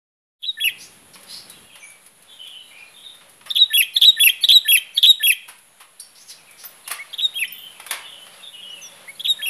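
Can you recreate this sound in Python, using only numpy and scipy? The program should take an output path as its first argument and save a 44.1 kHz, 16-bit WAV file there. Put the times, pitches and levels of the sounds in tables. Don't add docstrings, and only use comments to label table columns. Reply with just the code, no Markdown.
import sys
import numpy as np
from scipy import signal
from scipy.fft import rfft, irfft, next_fast_len
from scipy.io import wavfile
from scipy.ndimage import uniform_filter1d, minimum_filter1d, map_coordinates

SR = 44100
rng = np.random.default_rng(int(sys.argv[2]) if len(sys.argv) > 2 else 0)


def persist_wave(psi):
    counts = np.round(np.clip(psi, -1, 1) * 32767).astype(np.int16)
    wavfile.write(sys.argv[1], SR, np.atleast_2d(counts).T)


def invert_db(x):
    u = np.asarray(x, float) / 20
    return 10 ** u


N = 418509

# frequency_hz, density_db
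HISS_SPECTRUM = [(3530, -11), (6000, -22.5), (6710, -12), (8870, -10.5), (10700, 3.5), (11200, -1),
                 (13200, -21.5), (14400, -17), (15600, -31.5)]


def unit(x):
    return x / np.sqrt(np.mean(x ** 2) + 1e-20)


def along(points, hz):
    f, v = np.transpose(points)
    return np.interp(np.log(hz + 1), np.log(f + 1), v)


def curves(rows, smooth_s=0):
    s, *columns = np.transpose(rows)
    t = np.arange(N) / SR
    width = max(1, int(smooth_s * SR))
    return [uniform_filter1d(np.interp(t, s, column), width) for column in columns]


def wobble(rate):
    knots = rng.standard_normal(int(N * rate / SR) + 4)
    return map_coordinates(knots, [np.arange(N) * rate / SR])


def coloured(size, gain):
    m = next_fast_len(size + 2048)
    spectrum = rfft(rng.standard_normal(m)) * gain(np.fft.rfftfreq(m, 1 / SR))
    return unit(irfft(spectrum, m)[:size])


def closed(spectrum):
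    return lambda hz: invert_db(along(spectrum, hz)) * (hz > spectrum[0][0] / 2)


def add(track, s, x):
    part = track[round(s * SR):][:len(x)]
    part += x[:len(part)]


def echo(x, stretch, onset):
    # frequency_hz, t60_s
    yard_decay = [(500, 0.49), (3000, 0.47), (8000, 0.31), (14000, 0.1)]
    out, hop = np.zeros(N), SR // 4
    for start in range(0, N, hop):
        hz, t, z = signal.stft(rng.standard_normal(SR // 2), SR, nperseg=256)
        t60 = stretch * along(yard_decay, hz)[:, None]
        tail = signal.istft(z * invert_db(-60 * t / t60), SR, nperseg=256)[1]
        tail = tail / np.linalg.norm(tail)
        add(out, start / SR + onset, signal.fftconvolve(x[start:start + hop], tail))
    return out


def air():
    # frequency_hz, density_db
    traffic_spectrum = [(15, -40), (25, -8), (33, -38), (64, -10), (166, -1), (375, -7.5), (500, -7.5),
                        (650, -28), (1100, -120)]
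    # frequency_hz, density_db
    garden_spectrum = [(210, -32), (350, -10.5), (447, -4.5), (571, -1.5), (3570, -4), (5150, -14),
                       (6500, -17.5), (8450, -35.5), (14300, -120)]
    # time_s, level_db
    breeze = [(.4, -13), (.7, -0.5), (1.64, 3), (1.7, -1), (3.3, -0.9), (4.2, 1), (5.0, -2.5), (5.7, -5),
              (6.6, 1), (7.2, 3), (8.6, 4), (9.49, 6)]
    # time_s, level_db
    traffic_loudness = [(.4, -8), (.7, 8.5), (1.64, 10), (1.7, 1), (3.3, 2), (4.2, 1), (5.7, -2), (7.5, 4),
                        (9.49, 5.5)]
    traffic_db, garden_db, hiss_db = -67.5, -55, -53.5
    sway_db = 1.5
    breeze_db, = curves(breeze)
    traffic = invert_db(traffic_db + curves(traffic_loudness)[0] + 1.7 * wobble(4.1)) * coloured(N, closed(traffic_spectrum))
    garden = invert_db(garden_db + breeze_db + sway_db * wobble(8)) * coloured(N, closed(garden_spectrum))
    hiss_level = invert_db(hiss_db + 0.68 * breeze_db + 1.2 * wobble(18))
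    return traffic + garden + hiss_level * coloured(N, closed(HISS_SPECTRUM))


def engine():
    # frequency_hz, width_hz, level_db
    engine_lines = [(190, 8, 5), (400, 12, -1), (562, 22, 5)]
    # time_s, level_db
    idle = [(.4, -102), (1.2, -58.5), (1.65, -72), (2.3, -72), (3.0, -76), (7.6, -82.5), (8.3, -62),
            (9.49, -61.5)]

    def resonances(f):
        return sum(invert_db(db) / (1 + (2 * (f - hz) / width_hz) ** 2) for hz, width_hz, db in engine_lines)

    lines = coloured(N, resonances)
    return invert_db(curves(idle)[0]) * lines


def warble(shy_db, *dips_hz):
    start_s, swing_s = -.0478, .0125
    entry_hz, crest_hz, first_dip_hz, sink_hz = 4500, 3760, 3000, 220
    crest_db, dip_db, crest_bright_db, dip_bright_db = -12, -13, -44, -23
    rows = [(start_s + 0.2 * swing_s, entry_hz + 900, crest_db - 24 + shy_db, crest_bright_db - 14),
            (start_s + 0.4 * swing_s, entry_hz - 250, crest_db - 2 + shy_db, crest_bright_db)]
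    for k, dip_hz in enumerate((first_dip_hz,) + dips_hz):
        dip_s = start_s + (0.78 + k) * swing_s
        this_crest_hz = crest_hz - 150 * (k == 1)
        this_dip_db = dip_db + shy_db * (k == 0) - 2.5 * (k == 2)
        rows += [(dip_s + at * swing_s, dip_hz, this_dip_db, dip_bright_db) for at in (-.05, .06)]
        rows += [(dip_s + at * swing_s, this_crest_hz, crest_db, crest_bright_db) for at in (.44, .62)]
    return rows + [(-.003, crest_hz - sink_hz, crest_db - 3, crest_bright_db)]


def glide(start_db, place, end_db):
    # time_s, pitch_hz, tone_db, overtones_db
    whistle = [(0, 3878, -10.5, -41), (.006, 3947, -11, -33), (.02, 3894, -9.5, -44.5),
               (.035, 3790, -4.5, -30), (.048, 3710, -9.5, -42), (.054, 3680, -26.5, -53),
               (.057, 3680, -55.5, -72)]
    peak_s = whistle[3][0]
    rows = []
    for s, hz, db, bright_db in whistle:
        if s <= peak_s:
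            rows.append((s * place, hz, db + start_db * (1 - s / peak_s), bright_db))
        else:
            rows.append((s, hz, db + end_db, bright_db))
    return rows


def phrases():
    # time_s from the beat, pitch_hz, tone_db, overtones_db
    lead_in = [(-.113, 4328, -42.5, -38.5), (-.109, 4326, -40.5, -34), (-.093, 4450, -20.5, -42)]
    chip = [(-.088, 3366, -17.5, -43), (-.083, 3584, -13.5, -38.5), (-.078, 3740, -11.5, -40),
            (-.071, 3950, -22, -56.5), (-.064, 3900, -45, -60)]
    soft_chip = [(-.089, 3250, -17, -43), (-.081, 3280, -16, -40), (-.077, 3900, -14, -40),
                 (-.0745, 3480, -16, -40), (-.071, 4150, -20, -50), (-.065, 3950, -42, -60)]
    low_note = [(-.07, 1900, -57.5, -67), (-.066, 1837, -29, -38), (-.052, 1741, -21.5, -31),
                (-.0405, 1770, -24.5, -33), (-.037, 2550, -21, -31)]
    scoop = [(-.052, 2040, -34, -54), (-.047, 2350, -33, -44), (-.044, 2950, -27, -34),
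             (-.038, 3150, -20, -31)]
    plateau = [(-.034, 3147, -23, -21.5), (-.029, 3326, -13.5, -21.5), (-.02, 3350, -12, -17),
               (-.001, 3351, -12.5, -16.5)]
    dip = [(.0025, 2640, -13.5, -23), (.006, 2672, -6.5, -19.5)]
    arch = [(.0098, 2935, -27.5, -12.5), (.023, 2840, -22.5, -13.5)]
    fall = [(.029, 2755, -9.5, -12.5), (.035, 2680, -8, -21), (.040, 2560, -3, -27), (.0435, 2380, -5, -13)]
    bottom = [(.045, 2250, -13, -16), (.049, 1990, -12, -22), (.0525, 1950, -14, -24)]
    flick = [(.0545, 2594, -14.5, -14), (.0565, 3130, -18, -21), (.064, 3170, -15, -34),
             (.070, 3120, -24, -40), (.075, 3050, -46, -70)]
    # beat_s, pitch_factor, run_up_db, whistle_db, overtones_db
    openings = [
        (.463, 1.007, -20.5, -15, -52),
        (3.591, 1.005, -6.5, -3, -36),
        (4.056, 1.006, 0, -0.5, -6),
        (4.528, 1.02, 0, -1, 0),
        (5.071, .995, -1, -1.5, 1),
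        (7.221, 0.985, -13, -9, -17),
        (9.283, .99, -10.5, -9.5, -6),
    ]
    # lead_pitch_factor, chip_late_s, chip_db, whistle_length_factor, lead_db
    quirks = [(1, 0, 0, .88, 0), (1.22, .003, 0.5, .97, 0), (.96, -.001, -.5, .96, 0),
              (1.01, -.001, -1.5, 1.06, 0), (1.02, -.007, -4, .93, 0), (1.07, 0, 3, .94, -2),
              (1.1, .003, -2, .97, -12)]
    # late_s, entry_db, second_dip_hz, third_dip_hz, rasp_0_to_1
    warbles = [(0, -16, 2950, 2600, .7), (0, -13, 2900, 2500, .8), (0, 0, 2950, 2450, .85),
               (.001, 3, 3050, 2400, .85), (0, 0, 2950, 2450, .85), (-.002, -16, 2830, 2450, .5),
               (-.002, -18, 2850, 2400, .55)]
    # start_db, peak_place_factor, end_db
    swells = [(-3, 1, 1), (-1, .96, 0), (1.5, 1, 0), (0, .9, 0), (0, 1, 0), (-5, .94, -1), (0, .64, -4)]
    # beat_s, pitch_factor, run_up_db, fall_db, length_factor
    closings = [
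        (.639, 1.001, -10.5, -8.5, 0.94),
        (3.77, 1, -2.5, -4.5, 1),
        (4.234, 1.014, 0.5, -1, 1.034),
        (4.717, 0.99, -0.6, -3.5, 1.02),
        (5.266, .99, -2.5, -3.5, 1.02),
        (7.387, 0.97, -13, -10, 1.05),
        (9.456, 0.98, -12, -12, 0.97),
    ]
    # dip_db, arch_db, bottom_db, flick_db, octave_db
    stresses = [(-5, 7, -7, -13, -3), (-4, 6.5, -4, -3, 0), (2.3, -2, -3, 0, 0), (0.3, 2, -4, -1, 0),
                (-1.5, 1.5, -4, -4, 0), (-14, -1, -5, -10, -7), (-12, 4, -8, -10, 0)]
    for opening, quirk, warbling, swell in zip(openings, quirks, warbles, swells):
        s, pitch, run_db, main_db, bright_db = opening
        lead_pitch, late, chip_db, length, lead_db = quirk
        lag, shy_db, second_hz, third_hz, rasp = warbling
        yield lead_in, s + late, lead_pitch, 1, 1.6 * run_db + lead_db, 2.1 * run_db - 6, -22, .2, -1
        chip_shape = soft_chip if run_db < -9 else chip
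        yield chip_shape, s + late, pitch, 1, 1.52 * run_db + chip_db, 1.0 * run_db, -16.5, .9, -4
        swings = warble(shy_db, second_hz, third_hz)
        yield swings, s + lag, 1, 1, run_db, 1.3 * run_db, -18.5 + .4 * run_db, rasp, -8
        yield glide(*swell), s, pitch, length, main_db, bright_db, -9.5, .06, -18
    for k, (closing, stress) in enumerate(zip(closings, stresses)):
        s, pitch, run_db, main_db, length = closing
        dip_db, arch_db, bottom_db, flick_db, octave_db = stress
        if k == 5:
            yield scoop, s, pitch, 1, run_db, run_db, -30, .1, -6
        else:
            yield low_note, s, pitch, 1, 0.54 * run_db, 0.92 * run_db, -26, .15, -22
        yield plateau, s, pitch, 1, run_db, 1.5 * run_db, -35, .04, -17
        yield dip, s, pitch, length, dip_db, 1.2 * run_db, -22 + octave_db, .2, -19
        yield arch, s, pitch, length, arch_db, 1.42 * run_db, -22 + octave_db, .2, -16
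        yield fall, s, pitch, length, main_db, 1.2 * run_db, -22 + octave_db, .12, -19
        yield bottom, s, 1, length, bottom_db, 1.2 * run_db, -22 + octave_db, .3, -19
        yield flick, s, pitch, length, flick_db, 1.4 * run_db, -20 + octave_db, .6, -12


def voice(hz, tone_db, octave_db, upper_db, half_db):
    # frequency_hz,
    # level_db
    beak = [(1500, -28.5), (5000, -32), (8000, -38.5), (9800, -7), (11300, 6.5), (12500, -4.5), (14000, -8),
            (16000, -22)]
    turn = 2 * np.pi * np.cumsum(hz) / SR
    out = invert_db(tone_db) * (np.sin(turn) + invert_db(1.9 * half_db - 14) * np.sin(turn / 2))
    out += invert_db(octave_db) * (np.sin(2 * turn) + invert_db(half_db - 2.5) * np.sin(3 * turn / 2))
    for order in np.arange(5, 17) / 2:
        level = upper_db + along(beak, order * hz) + half_db * (order % 1 > 0) - 4.5 * (order - 4)
        out += invert_db(level) * (order * hz < 15700) * np.sin(order * turn + order)
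    return np.sqrt(2) * out


def song():
    rows, beak_open = [], np.zeros(N)
    for shape, beat, pitch, length, db, bright_db, octave_offset_db, rasp, half_db in phrases():
        opens = round((beat + length * shape[0][0] - .005) * SR)
        closes = round((beat + length * shape[-1][0] + .006) * SR)
        beak_open[opens:closes] = 1
        for s, hz, t, h in shape:
            tone_db, upper_db = db + t, bright_db + h
            octave_db = 0.45 * tone_db + 0.42 * upper_db + octave_offset_db
            rows.append((beat + length * s, pitch * hz, tone_db, octave_db, upper_db, rasp, half_db))
    hz, tone_db, octave_db, upper_db, rasp, half_db = curves(sorted(rows), smooth_s=.001)
    throat_db = -4 * rasp * np.abs(hz - 3400) / 600
    tone_db = tone_db + throat_db + 4.5 * rasp * np.minimum(wobble(300), .7)
    hz = hz * (1 + .028 * rasp ** 2 * wobble(500))
    octave_db = octave_db + 4 * rasp * wobble(300)
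    upper_db = upper_db + 6 * rasp * wobble(370)
    sound = voice(hz, tone_db, octave_db, upper_db, half_db)
    flutter_hz = 309.7 * (1 + 0.41 * wobble(90))
    flutter = np.sin(2 * np.pi * np.cumsum(flutter_hz) / SR)
    sound = sound * uniform_filter1d(beak_open, 120) * (1 + .45 * rasp * flutter)
    throat_hz, throat_q, ring_db = 3390, 17.4, 10.5
    throat = signal.iirpeak(throat_hz, throat_q, SR)
    return sound + invert_db(ring_db) * signal.lfilter(*throat, sound * rasp ** 1.4)


def porch(bird):
    # frequency_hz, width_hz, level_db
    hollows = [(2640, 100, -6.5), (3325, 44, -2), (3790, 310, -3)]
    # delay_s, level_db
    walls = [(.0031, -22.5), (.0062, -22.5), (.008, -12.5), (0.0107, -19.5), (.019, -26.5)]
    # start_s, end_s, level_db
    turned = [
        (.64, .75, 7),
        (7.1, 7.5, 0),
        (9.46, 9.49, 5),
    ]
    ring = sum(invert_db(db) * signal.lfilter(*signal.iirpeak(hz, hz / width_hz, SR), bird)
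               for hz, width_hz, db in hollows)
    t = np.arange(N) / SR
    thrown = bird * invert_db(sum(db * (t > start) * (t < end) for start, end, db in turned))
    reflections = sum(invert_db(db) * np.pad(thrown, (round(s * SR), 0))[:N] for s, db in walls)
    return bird + ring + reflections


def swishes():
    # start_s, length_s, from_hz, to_hz, level_db
    brushes = [
        (0.78, .1, 4660, 6300, -44.5),
        (1.133, .03, 4960, 4660, -47),
        (1.266, 0.17, 4236, 4970, -42),
        (2.771, .06, 4300, 4400, -58),
        (6.146, .105, 4480, 6190, -49.5),
        (6.273, 0.074, 6110, 3630, -44),
        (6.567, .12, 5070, 5440, -50),
        (8.319, 0.072, 4160, 4260, -57),
    ]
    core_width, core_db = 0.07, -5
    out = np.zeros(N)
    for s, length, from_hz, to_hz, db in brushes:
        u = np.linspace(0, 1, int(length * SR))

        def band(width, at):
            return coloured(2 * len(u), lambda f: 1 / (1 + (2 * (f / from_hz / at - 1) / width) ** 2))

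        core = band(core_width, 0.91) + invert_db(2.5) * band(core_width, 1.12)
        body = band(0.47, 0.95) + invert_db(core_db) * core
        body = map_coordinates(body, [np.cumsum(1 + (to_hz / from_hz - 1) * u)])
        edge = invert_db(-1.0) * coloured(len(u), closed(HISS_SPECTRUM))
        add(out, s, invert_db(db) * np.sin(np.pi * u ** 0.82) * (body + edge))
    return out * invert_db(1.6 * wobble(70))


def cage():
    # start_s, peak_db, wood_db
    knocks = [(1.1544, -33, -11), (1.2065, -35, -34), (1.2301, -28.5, -31), (1.4965, -22.5, -40),
              (1.7544, -32, -9), (1.8397, -36.5, -32), (1.8991, -32.5, -32), (2.0614, -30, -23),
              (2.2223, -35, -31), (2.4728, -32.5, -34), (3.04, -45.5, -5.5), (3.1462, -36, -27),
              (3.2094, -59, 10), (3.2934, -32.5, -39), (3.4094, -56, 12), (5.5837, -34.5, -32),
              (5.9983, -23, -48), (6.5091, -31.5, -33), (6.6363, -25, -15.5), (6.8753, -15, -19.5),
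              (6.9122, -9.5, -20.5), (7.7977, -27.5, -8), (7.863, -21.5, -15), (7.9084, -6.5, -16.5),
              (8.2172, -40, -21), (8.2646, -35, -8)]
    # start_s, peak_db, wood_db
    landings = [
        (3.455, -21.5, -10),
        (5.478, -16, -16),
        (5.798, -22, -12.5),
        (6.9, -11.5, -10.5),
        (7.92, -15.5, -5),
    ]
    # frequency_hz, density_db
    wood_spectrum = [(150, -60), (250, -22.5), (358, -16.5), (1110, 0.5), (1410, -3.5), (1890, -1.5),
                     (3300, -5), (6000, -19.5), (7800, -42.5), (13200, -120)]
    # frequency_hz, density_db
    snap_spectrum = [(2500, -10), (5000, -5), (7500, -10), (10500, 7.5), (13000, -4.5), (15800, -23)]
    # start_s, pitch_hz, level_db, t60_s,
    # tuning_spread if wide
    wires = [(5.996, 4100, -42, .05, .04), (6.0, 4600, -46, 0.25, .035), (3.25, 550, -56, .15, .03),
             (4.44, 550, -58, .15, .03), (5.22, 550, -58, .15, .03), (7.91, 1118, -44, 0.25),
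             (7.91, 2050, -47, 0.16), (6.01, 5520, -53, .35, .012), (5.998, 9110, -37, 0.16),
             (5.998, 10000, -44, 0.31), (5.998, 10800, -54, .16), (5.999, 13600, -64, .4),
             (6.645, 13430, -38, 0.26), (7.478, 5340, -44, 0.05, .02), (7.478, 10810, -39, 0.056),
             (7.522, 13600, -32, 0.16), (7.58, 13400, -43, 0.32), (7.59, 14000, -52, .3)]
    out, t = np.zeros(N), np.arange(SR // 3) / SR
    for contacts, rise_s, t60 in [(knocks, .0012, 0.073), (landings, .009, 0.1)]:
        for s, db, wood_db in contacts:
            snap = invert_db(-60 * t / (0.7 * t60)) * coloured(len(t), closed(snap_spectrum))
            wood = invert_db(wood_db + 11.5 - 60 * t / t60) * coloured(len(t), closed(wood_spectrum))
            add(out, s, invert_db(db - 7) * (1 - np.exp(-t / rise_s)) ** 2 * (snap + wood))
    for s, hz, db, t60, *spread in wires:
        width_hz = max([.004, *spread]) * hz
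        bundle = coloured(len(t), lambda f: 1 / (1 + ((f - hz) / width_hz) ** 2))
        add(out, s, invert_db(db + 1.5 - 60 * t / t60) * (1 - np.exp(-t / 0.00055)) * bundle)
    return out


def note(length, from_hz, to_hz, db, upper_db, bow=.75, early=.8):
    u = np.linspace(0, 1, int(length * SR))
    swell = np.sin(np.pi * u ** early) ** .6
    bend = np.sin(np.pi / 2 * np.minimum(u / bow, 1)) if bow < .7 else u ** bow
    return swell * voice(from_hz + (to_hz - from_hz) * bend, db, upper_db - 15, upper_db, half_db=-46)


def far_birds():
    # start_s, length_s, from_hz, to_hz, level_db, bow if
    far_calls = [(1.315, .035, 4380, 4220, -46), (1.33, .055, 4300, 5400, -45),
                 (1.485, .03, 3960, 3880, -52), (1.475, .015, 3050, 2950, -55),
                 (1.52, .04, 2300, 3400, -54), (1.55, .04, 3500, 3100, -55), (1.64, .04, 2850, 2750, -58),
                 (1.665, .035, 3600, 3050, -55), (1.692, .022, 2800, 2420, -48),
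                 (1.71, .045, 3250, 3100, -52), (1.735, .025, 2900, 2764, -49),
                 (1.795, .04, 6280, 6220, -55), (1.835, .05, 6350, 6800, -59),
                 (1.81, .055, 2480, 2290, -46, .55), (1.812, .12, 9420, 10220, -48.5),
                 (2.28, .1, 7100, 6800, -66.5), (2.295, .08, 3750, 3600, -53), (2.3, .07, 3220, 3230, -55),
                 (2.43, .05, 2360, 2480, -54), (2.58, .04, 3750, 3900, -56), (2.63, .08, 3900, 3880, -61),
                 (2.67, .05, 2950, 2900, -52), (2.705, .14, 2336, 2465, -48), (2.71, .03, 2150, 2100, -55),
                 (2.76, .06, 2720, 2680, -52), (2.86, .03, 4080, 4080, -56), (2.94, .065, 3640, 3580, -46),
                 (2.968, .05, 3120, 3300, -50), (3.03, .075, 3890, 3450, -44), (3.06, .03, 3800, 3780, -50),
                 (5.68, .077, 6670, 6600, -69.5), (6.372, .045, 2640, 2290, -59),
                 (6.465, .045, 2750, 2200, -51), (6.84, .022, 4300, 3400, -50),
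                 (6.862, .014, 2850, 2750, -44), (7.88, .04, 3600, 3380, -40), (8.05, .05, 3650, 3150, -44),
                 (7.74, .05, 2750, 2350, -52), (8.39, .035, 2850, 2610, -53), (8.425, .06, 3720, 3480, -44),
                 (8.7, .07, 2900, 2880, -49), (8.765, .025, 2950, 2550, -45), (8.82, .06, 3640, 3330, -45)]
    # offset_s, length_s, from_hz, to_hz, level_db
    answer = [(-.11, 0.0704, 3540, 3402, -11), (0, 0.073, 3062, 2923, -3), (0.064, 0.0573, 3570, 3146, -6),
              (.105, 0.086, 3054, 3000, -2.5), (.2, 0.09, 3007, 2895, -17)]
    # start_s, length_factor, pitch_factor, level_db
    answers = [
        (2.383, 1, 1, -38),
        (7.478, 0.96, 1.014, -39.5),
        (8.002, 1.03, 1.001, -39.5),
        (8.525, 1.15, .972, -40),
    ]
    calls = list(far_calls)
    for s, pace, pitch, db in answers:
        for at, length, from_hz, to_hz, level in answer:
            calls.append((s + pace * at, pace * length, pitch * from_hz, pitch * to_hz, db + level))
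    out, t = np.zeros(N), np.arange(N)
    for s, length, from_hz, to_hz, db, *bow in calls:
        add(out, s, note(length, from_hz, to_hz, db, -120, *bow, early=.65))
    steady = map_coordinates(out, [t + 3.2 * wobble(60)]) * invert_db(3.2 * wobble(70))
    trill = map_coordinates(out, [t + 12 * wobble(90) + 3 * wobble(250)])
    direct = invert_db(-3) * (steady + invert_db(-8) * trill)
    return direct + invert_db(-1) * echo(steady + invert_db(-1.5) * trill, stretch=.95, onset=.003)


def peeps():
    # start_s, length_s, from_hz, to_hz, level_db, overtones_db, bow if arched
    whistles = [
        (3.93, .012, 5700, 5000, -52, -80),
        (4.405, .02, 5300, 6700, -57, -80),
        (4.932, .018, 5400, 6400, -55, -80),
        (4.95, .01, 6300, 5300, -56, -80),
        (6.987, .046, 1880, 2212, -30.5, -60, .5),
        (7.098, .012, 3900, 4400, -47, -80),
        (8.69, .048, 5200, 6150, -53, -80),
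        (8.815, .072, 6420, 5520, -37.5, -40),
        (9.077, .038, 1880, 2215, -33.5, -42, .55),
        (9.152, .016, 3950, 4550, -49, -80),
    ]
    # start_s, length_s, from_hz, to_hz, level_db, overtones_db, bow
    squeak = (5.994, .024, 3500, 5650, -43, -70, .5)
    out = np.zeros(N)
    for s, *call in whistles + [squeak]:
        add(out, s, note(*call))
    return out


def scene():
    bird, calls, things = song(), peeps(), cage() + swishes()
    near = invert_db(-2.5) * porch(bird)
    wet = echo(invert_db(-20) * bird + invert_db(-20.5) * calls, stretch=1.04, onset=.012)
    wet = wet + invert_db(-6.5) * echo(things, stretch=1.0, onset=0.0055)
    return (near + calls + things + wet + far_birds() + engine() + air())[None]


def band_limit(x):
    return signal.sosfilt(signal.butter(12, 15730, fs=SR, output="sos"), x)


def record(dry):
    start_s, fade_s = 0.39, .045
    fade = np.clip((np.arange(N) / SR - start_s) / fade_s, 0, 1) ** 1.5
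    lowpass = signal.ellip(10, .5, 60, 15600, fs=SR, output="sos")
    x = signal.sosfilt(lowpass, dry * fade)
    gain = minimum_filter1d(np.minimum(1, .9 / (np.abs(x) + 1e-9)), 200)
    mix = x * uniform_filter1d(gain, 100) - 0.00054 * fade
    return band_limit(mix)


dry = scene()
out = record(dry)
persist_wave(out)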